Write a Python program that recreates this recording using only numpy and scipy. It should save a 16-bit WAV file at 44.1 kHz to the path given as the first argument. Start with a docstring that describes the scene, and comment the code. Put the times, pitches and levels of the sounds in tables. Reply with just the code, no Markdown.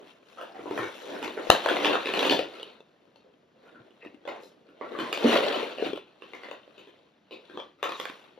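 """Thin hollow plastic balls knock together as kittens wade through a pit of them in a small soft room, heard close.
Each knock is a dull dent of the shell, a short shell ring, air singing near 3 kHz and a treble tick.
Clear knocks, loudest at 1.5 s, stand out of a clatter of random knocks and shaped noise for rubbing fur and cloth.
Low dying sines are thumps: floor jolts and, near 5.25 s, a long hollow thump. Ringing slips are scrapes;
the room adds short tails and a steady hush."""
import sys
import numpy as np
from scipy import signal
from scipy.fft import rfft, irfft, next_fast_len
from scipy.io import wavfile
from scipy.ndimage import uniform_filter1d

SR = 44100
rng = np.random.default_rng(int(sys.argv[2]) if len(sys.argv) > 2 else 0)


def store_pcm(level_fs):
    """Save levels as 16-bit WAV."""
    pcm = np.round(np.clip(level_fs, -1, 1) * 32767).astype(np.int16)
    wavfile.write(sys.argv[1], SR, np.atleast_2d(pcm).T)


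N = 369999

# Clear knocks. Each row: time in seconds, dent level in dB, dent pitch in Hz, shell level in dB, strongest shell
# ring in Hz, air level in dB, strongest air ring in Hz, room feed in dB (far knocks are wet).
CLEAR_KNOCKS = [(0.372, -44, 510, -42.5, 1260.0, -53.5, 2860, 11.0),
                (0.411, -29.5, 540, -36, 840, -43, 2860, 3.5),
                (0.545, -44.5, 475.0, -40.5, 750, -55, 2520, 9),
                (0.591, -30.0, 400, -41, 1230.0, -69, 2670, 1),
                (0.656, -25, 406, -36.5, 980.0, -62, 2750, 4),
                (0.709, -18.5, 370.0, -28.5, 890, -46, 4220, -2.5),
                (0.775, -26, 430, -23, 1836, -33.5, 2380, 2.5),
                (0.79, -23.5, 480, -25.5, 1065, -48, 2340, 2.0),
                (0.829, -25.5, 460, -26.5, 1460, -37, 2360, 3.5),
                (1.081, -31.5, 490, -41, 810, -57.5, 3700, 7),
                (1.123, -29.5, 388, -40.5, 775.0, -50.0, 3600, 3),
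                (1.163, -28.5, 426, -33.5, 1470, -52.5, 2890, 0.5),
                (1.226, -28.5, 320, -27.5, 930, -33, 2860, 4),
                (1.244, -31.5, 313.0, -29.0, 2180, -35, 2600, -2.5),
                (1.276, -27.5, 414.0, -27, 1090, -36.5, 3920, -7.5),
                (1.374, -19.5, 430, -28, 796, -51.5, 2360, 1.5), (1.5, -1, 660, 1.5, 844, -5.0, 2780, -11),
                (1.548, -18, 620, -21, 1660.0, -27.5, 2700, -7),
                (1.659, -10, 585, -12.5, 867.0, -25.5, 3500, -5),
                (1.686, -23, 626, -16.5, 850, -22.5, 3270, -2),
                (1.766, -21, 726, -22, 2030, -27.5, 2920, -17),
                (1.787, -22.5, 386, -24, 1160, -34, 3540, 4),
                (1.845, -26, 402.0, -20.5, 1740, -15.5, 2760, 1),
                (1.854, -16, 474, -14.5, 880, -18.5, 3000, -1.5),
                (1.932, -24.5, 740, -18.0, 760, -25.5, 2660, 4),
                (1.952, -16.0, 434, -16.5, 1260, -28, 2670, -3),
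                (2.056, -22.0, 406, -28.5, 2180, -24, 2550, -1),
                (2.069, -21, 490, -28, 1760, -26.5, 2660, -1.5),
                (2.088, -19.5, 410, -28, 1770.0, -32.5, 3700, -7),
                (2.136, -21.5, 364, -24, 770.0, -23, 2570, 1),
                (2.173, -22.5, 484.0, -37.5, 845.0, -27.5, 3030, -5.5),
                (2.19, -20, 445, -29, 1700, -19.5, 3340, -4.5),
                (2.227, -17.5, 600.0, -23, 780, -22, 2690, -4.5),
                (2.251, -17.5, 517, -25, 940.0, -26, 3650, 1),
                (2.268, -18, 390.0, -29, 910.0, -30.5, 3080, -3.0),
                (2.295, -17.5, 363, -25, 1710, -15.5, 2850, 2.5),
                (2.308, -12.0, 362, -24, 910, -23.5, 3340, 4.5),
                (2.322, -12.5, 530, -21, 1760, -21, 3630, -2),
                (2.39, -15, 492, -25.0, 760.0, -26.5, 2850, -0.5),
                (2.539, -42, 386, -46, 1325, -42, 2835, 3),
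                (2.596, -34.5, 464, -42, 1320.0, -38, 3350, -2.5),
                (2.628, -33.5, 428.0, -39.5, 960.0, -30.5, 3060, -10.5),
                (2.803, -38.5, 455.0, -55, 930.0, -50.5, 3610, -8),
                (3.157, -49, 530.0, -55, 914.0, -52.5, 4330, -1.5),
                (3.244, -47.5, 483.0, -66.5, 781.0, -77.0, 2665, 6),
                (3.746, -44.5, 259.5, -48.5, 1420.0, -77, 2373, 6.5),
                (3.905, -46.0, 400.0, -65.0, 1493, -57, 2946, -4.5),
                (4.029, -39.5, 470, -48, 2113, -61.0, 2540, 3.0),
                (4.048, -36, 450.0, -46.5, 1238, -48.0, 2660, -4),
                (4.06, -30.5, 315, -52, 990.0, -55, 2725, -4),
                (4.143, -36.5, 288.0, -59, 2100.0, -57.0, 2680, -5.0),
                (4.251, -32, 486, -38.5, 865.0, -48.5, 3340, 3.5),
                (4.275, -24.5, 563, -27.0, 805, -38.5, 2480, 5),
                (4.433, -38, 446.0, -70.5, 804.0, -51.5, 4080, 0),
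                (4.687, -46.5, 349, -53, 1504, -59, 2530, 3.5), (4.81, -25.5, 450, -29, 1170, -53, 2500, 3),
                (4.949, -27.5, 486, -31, 1150, -57, 2660, 1),
                (4.987, -23.5, 328, -25, 1080, -32.5, 3060, 6.5),
                (5.126, -26.5, 422, -25, 1270, -20.5, 2840, 0),
                (5.173, -22.5, 550, -29, 850, -28.5, 2900, -3),
                (5.225, -33, 376, -28.5, 814.0, -50.0, 3050, -14),
                (5.244, -6.5, 457, -24, 844.0, -47, 2850, 2),
                (5.327, -25.5, 500, -23.5, 1900, -24.5, 2760, 0),
                (5.359, -9, 575, -13, 1056.0, -49, 2900, -25),
                (5.433, -15.5, 535, -28, 2030.0, -32.5, 3810, -1.5),
                (5.463, -19.5, 606, -34.0, 770.0, -30.0, 2940, -13),
                (5.509, -23.5, 490, -69, 1000.0, -38, 2440, 1),
                (5.532, -25, 590, -32, 950.0, -32, 2890, 10),
                (5.627, -19.5, 463, -55, 799.0, -34, 2800, -10),
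                (5.782, -24.5, 560, -51, 1150.0, -38, 2700, 0.5),
                (5.796, -25, 416, -50, 1000.0, -46.0, 2540, -6),
                (5.823, -12, 424, -36, 759.0, -47, 2900, -10),
                (5.851, -24, 400.0, -48, 900.0, -36.0, 2900, 3.5),
                (5.931, -17, 390, -40, 764.0, -36.5, 3370, -4.5),
                (5.957, -42, 400.0, -40.5, 1340, -36.5, 2690, 1),
                (5.974, -26.5, 550, -41, 1090, -45.5, 3730, -14),
                (6.22, -36, 426.0, -42, 1110.0, -42.5, 2740, 0.5),
                (6.333, -35.0, 424, -34.5, 2124, -40, 2350, 0.5),
                (6.433, -38, 420, -36.0, 2050, -43, 2830, 5.0),
                (6.485, -33, 590.0, -35, 1930, -47.0, 2730, -14),
                (6.511, -27.5, 512, -33.5, 1005, -38, 2830, -1),
                (6.676, -42.0, 540, -64.5, 1290, -68, 2515, -9),
                (6.778, -44, 397, -52, 1000.0, -46, 2940, 5),
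                (6.871, -42, 415, -51.5, 1055, -51.5, 3160, 2.5),
                (7.308, -36, 459, -50.5, 1015, -42, 2860, 6.5),
                (7.496, -39.0, 359.0, -46, 1570, -53, 3380, 3),
                (7.536, -37.5, 353, -51, 1090, -55, 3620, 9.5),
                (7.572, -25.5, 408, -31, 1150, -37.5, 3240, -1),
                (7.598, -30.5, 514, -37.5, 836.0, -38.5, 3230, -2.5),
                (7.786, -55.0, 450.0, -58.5, 1200.0, -68, 2614, 9),
                (7.827, -20.5, 463, -21.5, 1200, -24.5, 2740, 2),
                (7.891, -27.0, 400, -28, 1080, -32, 2420, 0.0),
                (7.919, -42, 496.0, -25, 1104.0, -32.5, 3240, -4),
                (7.998, -26.5, 533, -21, 1130, -28, 3225, -3),
                (8.053, -31.5, 468.0, -22.5, 1136, -31.5, 3380, -4.5),
                (8.097, -31.5, 294.0, -29, 1050.0, -41.5, 3700, -9),
                (8.375, -40, 490, -54.5, 885.0, -65, 3290, 1.5)]
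# Stirring of the heap. Each row: time in seconds, effort in dB, crispness (enclosed air over dents) in dB.
STIRRING = [(0.0, -52, -20), (0.1, -65, 0.5), (0.2, -65.5, -14.5), (0.3, -65, -2.5), (0.36, -60, -9),
            (0.56, -58, -13), (0.77, -36.5, -18.5), (0.93, -57, -1), (1.22, -42, -13), (1.35, -48, -11),
            (1.6, -40.5, -6.5), (1.65, -43, -2), (1.72, -31, -10), (1.79, -40, -5.5), (1.85, -31, -8),
            (1.94, -34, -9.5), (1.99, -43, -5), (2.05, -45.5, -4), (2.181, -35.5, -7), (2.272, -32.5, -3),
            (2.41, -63, -10.5), (2.55, -55.5, -3), (2.72, -59, -6), (2.83, -69.5, -10), (3.529, -70.5, -15),
            (3.67, -57, -14), (3.801, -64, -13.5), (3.95, -66, -10.5), (4.06, -67.5, -5), (4.18, -69, -13),
            (4.37, -52, -16), (4.449, -62.5, -9.5), (4.56, -66, -13), (4.742, -66.5, -12.5),
            (4.86, -45.5, -20), (5.05, -44, -10), (5.18, -45, -10.5), (5.25, -33.5, -9), (5.328, -26, -7),
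            (5.45, -35, -7), (5.64, -41, -5.5), (5.74, -50, -5), (5.8, -48.5, -6.5), (5.864, -39.5, -5),
            (6.0, -75, -1.5), (6.179, -64, -9.5), (6.3, -62, -3.5), (6.501, -56, -6), (6.62, -67, -8),
            (6.82, -64.5, -4), (7.201, -74.5, -8), (7.5, -71.5, 5), (7.75, -77.5, -6), (8.0, -60.5, 6.5),
            (8.15, -58.5, -2), (8.39, -68.5, -7)]
# Treble ticks. Each row: time in seconds, level over the air ring in dB.
TICK_OVER_AIR = [(0.0, -6.5), (0.3, -2.5), (0.45, -2.5), (0.9, -2.5), (1.5, -5), (1.6, -8), (1.9, -10.5),
                 (2.5, -6), (2.65, -12.5), (2.9, -7), (4.25, -8), (4.38, -14), (4.43, 7), (4.5, 2.5),
                 (4.56, -8), (4.9, -9), (5.1, -4.5), (5.4, -9.5), (6.4, -10), (6.6, -8), (7.3, -12.5),
                 (8.0, -4.5), (8.39, -10)]
# Low thumps: floor jolts, and near 5.25 s a long hollow thump. Each row: start in seconds, level before the soft
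# start in dB, swing in Hz, t60 in seconds.
LOW_THUMPS = [(0.701, -37, 100.7, 0.066), (0.791, -35, 114, 0.22), (0.832, -47, 101, 0.27),
              (1.23, -45, 40, .06), (1.5, 1, 38, 0.03), (1.662, -32, 60, .04), (3.801, -42, 118, 0.08),
              (5.245, -16, 236.5, 0.24), (5.258, -15.5, 285, 0.089), (5.931, -52, 49.7, 0.032)]
# One ball scrapes along another and sings. Each row: start in seconds, length in seconds, lower ring level in dB,
# lower ring in Hz, upper ring level in dB, upper ring in Hz.
BALL_SCRAPES = [(0.913, 0.1, -74, 1870, -59, 2680), (1.672, 0.053, -32.5, 1550, -42, 3480),
                (3.64, 0.087, -62, 1430, -70, 2500), (4.001, 0.046, -59, 1970, -55, 2600),
                (4.039, 0.052, -58, 1890, -53, 2666), (5.249, 0.1, -46, 1900, -35, 2840),
                (5.758, 0.087, -55, 1720, -45, 2770), (7.569, 0.078, -54.5, 1166, -47.5, 3250),
                (7.922, 0.046, -50, 1130, -48, 3800)]
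# Shell modes of one ball. Each row: pitch in Hz, relative level in dB, t60 in seconds.
SHELL_MODES = [(855, 4.5, 0.0098), (1140, 3, 0.016), (1490, 0.5, 0.012), (1890, 3.5, 0.011),
               (2242, -9.5, 0.012)]
# Modes of the air in one ball. Each row: pitch in Hz, relative level in dB, t60 in seconds.
AIR_MODES = [(2630, 2, 0.034), (3020, -5.5, 0.012), (3550, 1, 0.027), (3901, 1.5, 0.0071),
             (4450, -6, 0.011), (4800, -11.5, 0.0025)]
# Spectrum of the contact spot's dense modes. Each row: frequency in Hz, relative level in dB.
TICK_SPECTRUM = [(4600, -0.5), (5400, 1), (6700, -3), (9300, -7), (11500, -6), (15000, -9)]
# Colour of the rubbing. Each row: frequency in Hz, relative level in dB.
RUB_SPECTRUM = [(40, -55), (100, -30), (220, -11.5), (450, 6), (1000, 1), (2000, 2), (2900, 7), (4300, -1),
                (5200, 9.5), (10000, -0.5), (15000, -7.5)]
# Colour of the room's quiet. 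Each row: frequency in Hz, relative density in dB per Hz.
HUSH_SPECTRUM = [(18, -49), (30, -19.5), (124, 2.5), (499, -10), (1130, -19), (1390, -18.5), (4650, -29),
                 (7090, -35.5), (8300, -52.5), (10800, -45), (16000, -54)]
# Room decay. Each row: frequency in Hz, t60 in seconds.
ROOM_T60 = [(200, 0.23), (600, 0.24), (1500, 0.28), (4000, .28), (10000, 0.17)]
# Left-right likeness of the diffuse sound. Each row: frequency in Hz, likeness from 0 to 1.
LIKENESS = [(300, 0.93), (640, 0.47), (1400, 0.31), (3100, 0.94), (6800, 1), (15000, 1)]
# Phase offset of the ports. Each row: frequency in Hz, lead of the left port in radians.
LEFT_LEAD = [(300, 0.2), (520, 0.5), (1300, 0.1), (2000, 0.4), (2900, 0.9), (4300, 0.5), (5300, 0.1),
             (5800, -1.2), (6800, -1.6), (8100, -3.1), (9800, -4.5), (11500, -6.2), (12500, -6.4),
             (13300, -7.6), (15300, -9.4)]
# Colour of the left port. 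Each row: frequency in Hz, level of left over right in dB.
LEFT_OVER_RIGHT = [(300, 1.5), (1000, -1), (3500, 5), (7000, 2.5), (14000, -1.5)]
# Microphone colour. Each row: frequency in Hz, gain in dB.
MICROPHONE_GAIN = [(30, -20.5), (150, -3), (230, 2.5), (1000, 4), (3000, 0), (5000, 0.5), (8500, 1.5),
                   (12000, 2.5), (15500, 0.5)]
# Edges in Hz between the rubbing bands that follow dents, shells, air and ticks.
BAND_EDGES_HZ = [750, 2200, 4500]

RING_S = np.arange(768) / SR  # time axis of one ring
DENT_T60_S, SHELL_T60_S, AIR_T60_S, TICK_T60_S = 0.022, 0.023, 0.02, 0.0046  # shell, air: strongest rings
BALL_PITCH_SPREAD, STRIKE_SPREAD_DB = 0.083, 1.6  # standard deviations: pitch share, level of each mode
KNOCK_LAG_S = 0.0015  # every knock sounds this long after its written time
SHELL_MODES_DB, AIR_MODES_DB = -4.0, -3.5  # mode sets against the knock's shell and air levels
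STRONGEST_SHELL_DB, STRONGEST_AIR_DB = -1.0, -0.5
HARD_DB = 4  # a full-force blow drives the upper rings so much harder
CRUMPLE_DB, CRUMPLE_S = 13, 0.004  # a full-force blow is damped by so much more after so long
REBOUND_MAX = 0.42
DELAY_S_PER_DB = 0.000008  # right port's delay per dB of left over right
FAR_T60_S, FAR_DB = 0.025, 3.5  # the heap muffles the lesser rings on the way to the walls
FAR_SHELL_SHARE, FAR_AIR_SHARE = 0.92, 0.82  # of the strongest rings; the air ring is muffled too
KNOCK_TICK_DB, DRY_TICK_DB_PER_DB = -4.5, 0.23  # near knocks are drier and brighter
KNOCK_PAN_DB, PAN_HALF_RANGE_DB = -0.3, 7.0  # left over right
CLATTER_PER_S, CLATTER_SPREAD_DB, CLATTER_ROOM_DB = 360, 3, -3.5
CRISP_SHELL_DB, CRISP_SHELL_SHARE = -0.5, 0.63  # shells take a share of the crispness
RUB_DB, PATCH_DB, GRIT_DB, GRIT_S = -3.0, 2.5, 1.5, 0.0047  # rubbing catches and slips
HUSH_DB = -68.5
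SLIPS_PER_S, SCRAPE_T60_S, SCRAPE_SAG = 540, 0.035, 0.047  # sag: share by which the rings sink
SCRAPE_ROOM_DB = -14.5  # a scrape is near: little of it comes back from the walls
LONG_WAVE_HZ = 170  # well below this the ports are treated alike
BAND_LIMIT_HZ = 16150


def gain_of(db):
    """Amplitude factor for a level in dB."""
    return 10 ** (np.asarray(db) / 20)


def evened(x):
    """Scales x to an RMS of 1."""
    return x / np.sqrt(np.mean(x ** 2) + 1e-20)


def read(points, hz):
    """Reads a table over frequency, linear in log frequency."""
    table_hz, value = np.transpose(points)
    return np.interp(np.log(hz + 1), np.log(table_hz + 1), value)


def add(mix, start_s, sound):
    """Adds sound to mix in place, cut at the end."""
    part = mix[..., round(start_s * SR):][..., :sound.shape[-1]]
    part += sound[..., :part.shape[-1]]


def shaped(x, gain):
    """Multiplies the spectrum of x by gain(hz)."""
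    size = next_fast_len(N + 4096)
    spectrum = rfft(x, size) * gain(np.fft.rfftfreq(size, 1 / SR))
    return irfft(spectrum, size)[..., :N]


def apart(hz):
    """0 for long waves, which reach both ports alike, 1 for short ones."""
    return 1 - np.exp(-(hz / LONG_WAVE_HZ) ** 2)


def ring(db, hz, t60_s, rise_s):
    """A dying sine with a soft start."""
    envelope = gain_of(-60 * RING_S / t60_s) * (1 - np.exp(-RING_S / rise_s))
    return gain_of(db) * np.sin(2 * np.pi * hz * RING_S) * envelope


def noise(db_field):
    """Two unrelated noises of a given level over frequency and time."""
    z = rng.standard_normal((db_field.shape[1], 257, 2, 2)).T
    spectra = (z[0] + 1j * z[1]) * gain_of(db_field)
    return signal.istft(spectra, nperseg=512, noverlap=384)[1][:, :N]


def hush():
    """The steady quiet of the room: stationary coloured noise."""
    hz = np.fft.rfftfreq(512, 1 / SR)
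    field = read(HUSH_SPECTRUM, hz)[:, None] + np.zeros(N // 128 + 5)
    return gain_of(HUSH_DB) * evened(noise(field))


def stirring(t):
    """Levels of dents, shells, enclosed air and ticks at times t: effort plus crispness."""
    s, effort_db, crisp_db = np.transpose(STIRRING)
    effort = np.interp(t, s, effort_db)
    crisp = np.interp(t, s, crisp_db)
    shell = CRISP_SHELL_DB + CRISP_SHELL_SHARE * crisp
    tick = crisp + np.interp(t, *np.transpose(TICK_OVER_AIR))
    return effort + np.array([0 * t, shell, crisp, tick])


def rubbing():
    """Fur, cloth and balls slide past each other: patchy noise that follows the stirring."""
    t = np.arange(N // 128 + 5) * 128 / SR
    hz = np.fft.rfftfreq(512, 1 / SR)
    band = np.searchsorted(BAND_EDGES_HZ, hz)
    per_bin_db = -10 * np.log10(np.bincount(band)[band])  # shares a band's power among its bins
    effort_db = uniform_filter1d(stirring(t)[band] + per_bin_db[:, None], size=3, axis=0)
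    patches = rng.standard_normal((len(t), len(hz))).T
    patches = uniform_filter1d(patches, size=6, axis=0)
    patches = evened(uniform_filter1d(patches, size=12, axis=1))
    grit = evened(uniform_filter1d(rng.standard_normal(N), size=round(GRIT_S * SR)))
    field = effort_db + read(RUB_SPECTRUM, hz)[:, None] + PATCH_DB * patches + RUB_DB
    return gain_of(GRIT_DB * grit) * noise(field)


def clatter():
    """Rows of small random knocks: mostly soft, a few hard, each of its own colour."""
    chance = rng.random((round(CLATTER_PER_S * N / SR), 5))
    colour = rng.standard_normal((len(chance), 5))
    s = chance[:, 0] * N / SR
    blow_db = CLATTER_SPREAD_DB * np.minimum(-np.log(chance[:, 1] + 1e-9), 2.2)
    # dent, shell, air, tick
    spread_db = np.array([[4.0], [2.5], [2.2], [2.2]])
    offset_db = np.array([[-3.0], [-1.5], [-2.5], [-9.5]])
    dent, shell, air, tick = stirring(s) + blow_db + spread_db * colour[:, :4].T + offset_db
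    dent_hz = 240 * 2.8 ** chance[:, 2]
    shell_hz = 800 * 2.0 ** chance[:, 3]
    air_hz = 2550 * 1.8 ** chance[:, 4] ** 1.3
    pan_db = 1.2 + 10.0 * colour[:, 4]
    wet_db = CLATTER_ROOM_DB + 0 * s
    return np.transpose([s, dent, dent_hz, shell, shell_hz, air, air_hz, tick, pan_db, wet_db])


def clear_knocks():
    """Full rows for the clear knocks: the tick follows the air ring, the side is chance."""
    s, dent_db, dent_hz, shell_db, shell_hz, air_db, air_hz, wet_db = np.transpose(CLEAR_KNOCKS)
    tick_db = air_db + np.interp(s, *np.transpose(TICK_OVER_AIR)) + KNOCK_TICK_DB - DRY_TICK_DB_PER_DB * wet_db
    pan_db = KNOCK_PAN_DB + PAN_HALF_RANGE_DB * (2 * rng.random(len(s)) - 1)
    return np.transpose([s, dent_db, dent_hz, shell_db, shell_hz, air_db, air_hz, tick_db, pan_db, wet_db])


def jostle(rows, count=5, span_s=0.14, first_db=-16.0, fall_db=17.0, pitch_spread=0.13):
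    """A clear knock shoves the neighbouring balls: a dying run of knocks of other pitches."""
    rows = np.repeat(np.array(rows, float), count, axis=0)
    late = rng.random(len(rows))
    other = rng.standard_normal((len(rows), 7))
    rows[:, 0] += 0.012 + span_s * late ** 1.5
    run_db = first_db + rows[:, -1] - fall_db * late  # wetter knocks have louder runs
    rows[:, [1, 3, 5, 7]] += run_db[:, None] + 6.0 * other[:, :4]
    rows[:, [2, 4, 6]] *= np.exp(pitch_spread * other[:, 4:])
    return rows


def tick_modes(count=32):
    """The contact spot's many short modes under one spectrum."""
    hz = np.geomspace(TICK_SPECTRUM[0][0], TICK_SPECTRUM[-1][0], count)
    return np.transpose([hz, read(TICK_SPECTRUM, hz), TICK_T60_S + 0 * hz])


def ball_rings(modes, rise_s, count=48):
    """Summed modes of many slightly unlike balls, each struck at another spot, peak 1."""
    hz, db, t60_s = np.transpose(modes)[:, None, :, None]
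    tune, strike, side = rng.standard_normal((count, len(modes), 3)).transpose(2, 0, 1)[..., None]
    each = ring(db + STRIKE_SPREAD_DB * strike, hz * (1 + BALL_PITCH_SPREAD * tune), t60_s, rise_s)
    rings = (np.sign(side) * each).sum(1)
    return rings / abs(rings).max(1, keepdims=True)


def knocks(rows, balls):
    """Each knock dents one ball, rings its shell, air and contact spot, and rebounds once; left, right, room feed."""
    s, dent_db, dent_hz, shell_db, shell_hz, air_db, air_hz, tick_db, pan_db, wet_db = np.transpose(rows)[..., None]
    which, side, wait, rebound = rng.random((len(rows), 4)).T
    force = gain_of(shell_db)
    shell, air, tick = gain_of(HARD_DB * force) * balls[:, (which * balls.shape[1]).astype(int)]

    sound = np.sign(side - 0.5)[:, None] * ring(dent_db, dent_hz, DENT_T60_S, 0.0011)
    sound += gain_of(tick_db) * tick
    sound += gain_of(shell_db + SHELL_MODES_DB) * shell
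    sound += gain_of(air_db + AIR_MODES_DB) * air
    strongest_air = ring(air_db + STRONGEST_AIR_DB, air_hz, AIR_T60_S, 0.0004)
    strongest_shell = ring(shell_db + STRONGEST_SHELL_DB, shell_hz, SHELL_T60_S, 0.0011)

    crumple = gain_of(-CRUMPLE_DB * force * (RING_S / CRUMPLE_S) ** 2)
    muffle = gain_of(FAR_DB - 60 * RING_S / FAR_T60_S)
    far = crumple * (muffle * (sound + FAR_AIR_SHARE * strongest_air) + FAR_SHELL_SHARE * strongest_shell)
    near = crumple * (sound + strongest_shell + strongest_air)
    bounce = REBOUND_MAX * rebound * crumple[:, round(CRUMPLE_S * SR)]  # a crumpled ball hardly rebounds

    left, right, wet = gain_of(np.array([pan_db / 2, -pan_db / 2, wet_db]))
    start_s = s[:, 0] + KNOCK_LAG_S
    out = np.zeros((3, N))
    for k, at in enumerate(start_s):
        add(out[0], at, left[k] * near[k])
        add(out[1], at + DELAY_S_PER_DB * pan_db[k, 0], right[k] * near[k])
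        add(out[2], at, wet[k] * far[k])
        both = np.array([left[k], right[k]]) * near[k]
        add(out[:2], at + 0.002 + 0.006 * wait[k], -bounce[k] * both)
    return out


def low_thumps():
    """Floor jolts and a long hollow thump: low dying sines, alike in both ports."""
    out, t = np.zeros(N), np.arange(8000) / SR
    for s, db, hz, t60_s in LOW_THUMPS:
        envelope = gain_of(db - 60 * t / t60_s) * (1 - np.exp(-t / 0.0033))
        add(out, s, envelope * np.sin(2 * np.pi * hz * t))
    return out


def scrapes():
    """Uneven slips ring the same two modes, sinking in pitch, while the stroke swells and fades."""
    out = np.zeros(N)
    for s, length_s, low_db, low_hz, high_db, high_hz in BALL_SCRAPES:
        chance = rng.random((SR // 4, 2))[:round(length_s * SR)]
        slips = (chance[:, 0] < SLIPS_PER_S / SR) * (chance[:, 1] - 0.5)
        slips = evened(slips) * np.hanning(len(chance))
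        early = np.linspace(1, 0, len(slips))
        for share, tune in [(early, 1 + SCRAPE_SAG / 2), (1 - early, 1 - SCRAPE_SAG / 2)]:
            modes = np.zeros(len(RING_S))
            for db, hz in [(low_db, low_hz), (high_db, high_hz)]:
                mode = ring(0, hz * tune, SCRAPE_T60_S, 0.001)
                modes += gain_of(db) * mode / np.linalg.norm(mode)
            add(out, s, signal.oaconvolve(slips * np.sqrt(share), modes))
    return out


def room(x, turns_per_s=1.7):
    """Tails of sparse taps of random sign, each band dying at its own speed; x shifts between three places."""
    size = SR // 2
    taps = np.zeros((6, size))
    at = np.arange(100, size - 20, 20) + rng.integers(0, 20, (6, (size - 101) // 20))
    np.put_along_axis(taps, at, rng.choice([-1., 1.], at.shape), 1)
    taps *= 1 - np.exp(-(np.arange(size) / SR / 0.0078) ** 3)  # the walls answer after some milliseconds
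    hz, t, z = signal.stft(taps, SR, nperseg=256)
    decay = gain_of(-60 * t / read(ROOM_T60, hz)[:, None])
    tail = signal.istft(z * decay, SR, nperseg=256)[1]
    tail = tail.reshape(2, 3, -1) / np.linalg.norm(tail[0])  # two outputs, three places
    turn = turns_per_s * np.arange(N) / SR + np.arange(3)[:, None] / 3
    place = np.sqrt(2 / 3) * np.cos(np.pi * turn)
    return signal.oaconvolve((x * place)[None], tail, axes=2).sum(1)[:, :N]


def scene():
    """Direct knocks, scrapes and thumps, and diffuse sound that the two ports share only in part."""
    balls = np.array([ball_rings(SHELL_MODES, 0.000079),
                      ball_rings(AIR_MODES, 0.00072),
                      ball_rings(tick_modes(), 0.0012)])
    clear = clear_knocks()
    *direct, reflected = knocks(np.vstack([clear, jostle(clear), clatter()]), balls)
    direct = shaped(np.array(direct), apart)  # small balls send out no long waves
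    scraped = scrapes()
    tails = room(reflected + gain_of(SCRAPE_ROOM_DB) * scraped)
    left, unlike = tails + rubbing() + hush()

    def same(hz):
        return 1 - apart(hz) * (1 - np.clip(read(LIKENESS, hz), 0, 1))

    right = shaped(left, same) + shaped(unlike, lambda hz: np.sqrt(1 - same(hz) ** 2))
    return direct + scraped + np.array([left, right]) + low_thumps()


def record(dry):
    """Microphone colour, the offset between the ports, overload at full scale, the band limit."""
    def right_port(hz):
        return gain_of(read(MICROPHONE_GAIN, hz))

    def left_port(hz):
        level = gain_of(apart(hz) * read(LEFT_OVER_RIGHT, hz))
        return right_port(hz) * level * np.exp(1j * apart(hz) * read(LEFT_LEAD, hz))

    clipped = np.clip([shaped(dry[0], left_port), shaped(dry[1], right_port)], -1, 1)
    low_pass = signal.firwin(511, BAND_LIMIT_HZ, window=("kaiser", 9), fs=SR)
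    return signal.oaconvolve(clipped, low_pass[None], "same")


dry = scene()
out = record(dry)
store_pcm(out)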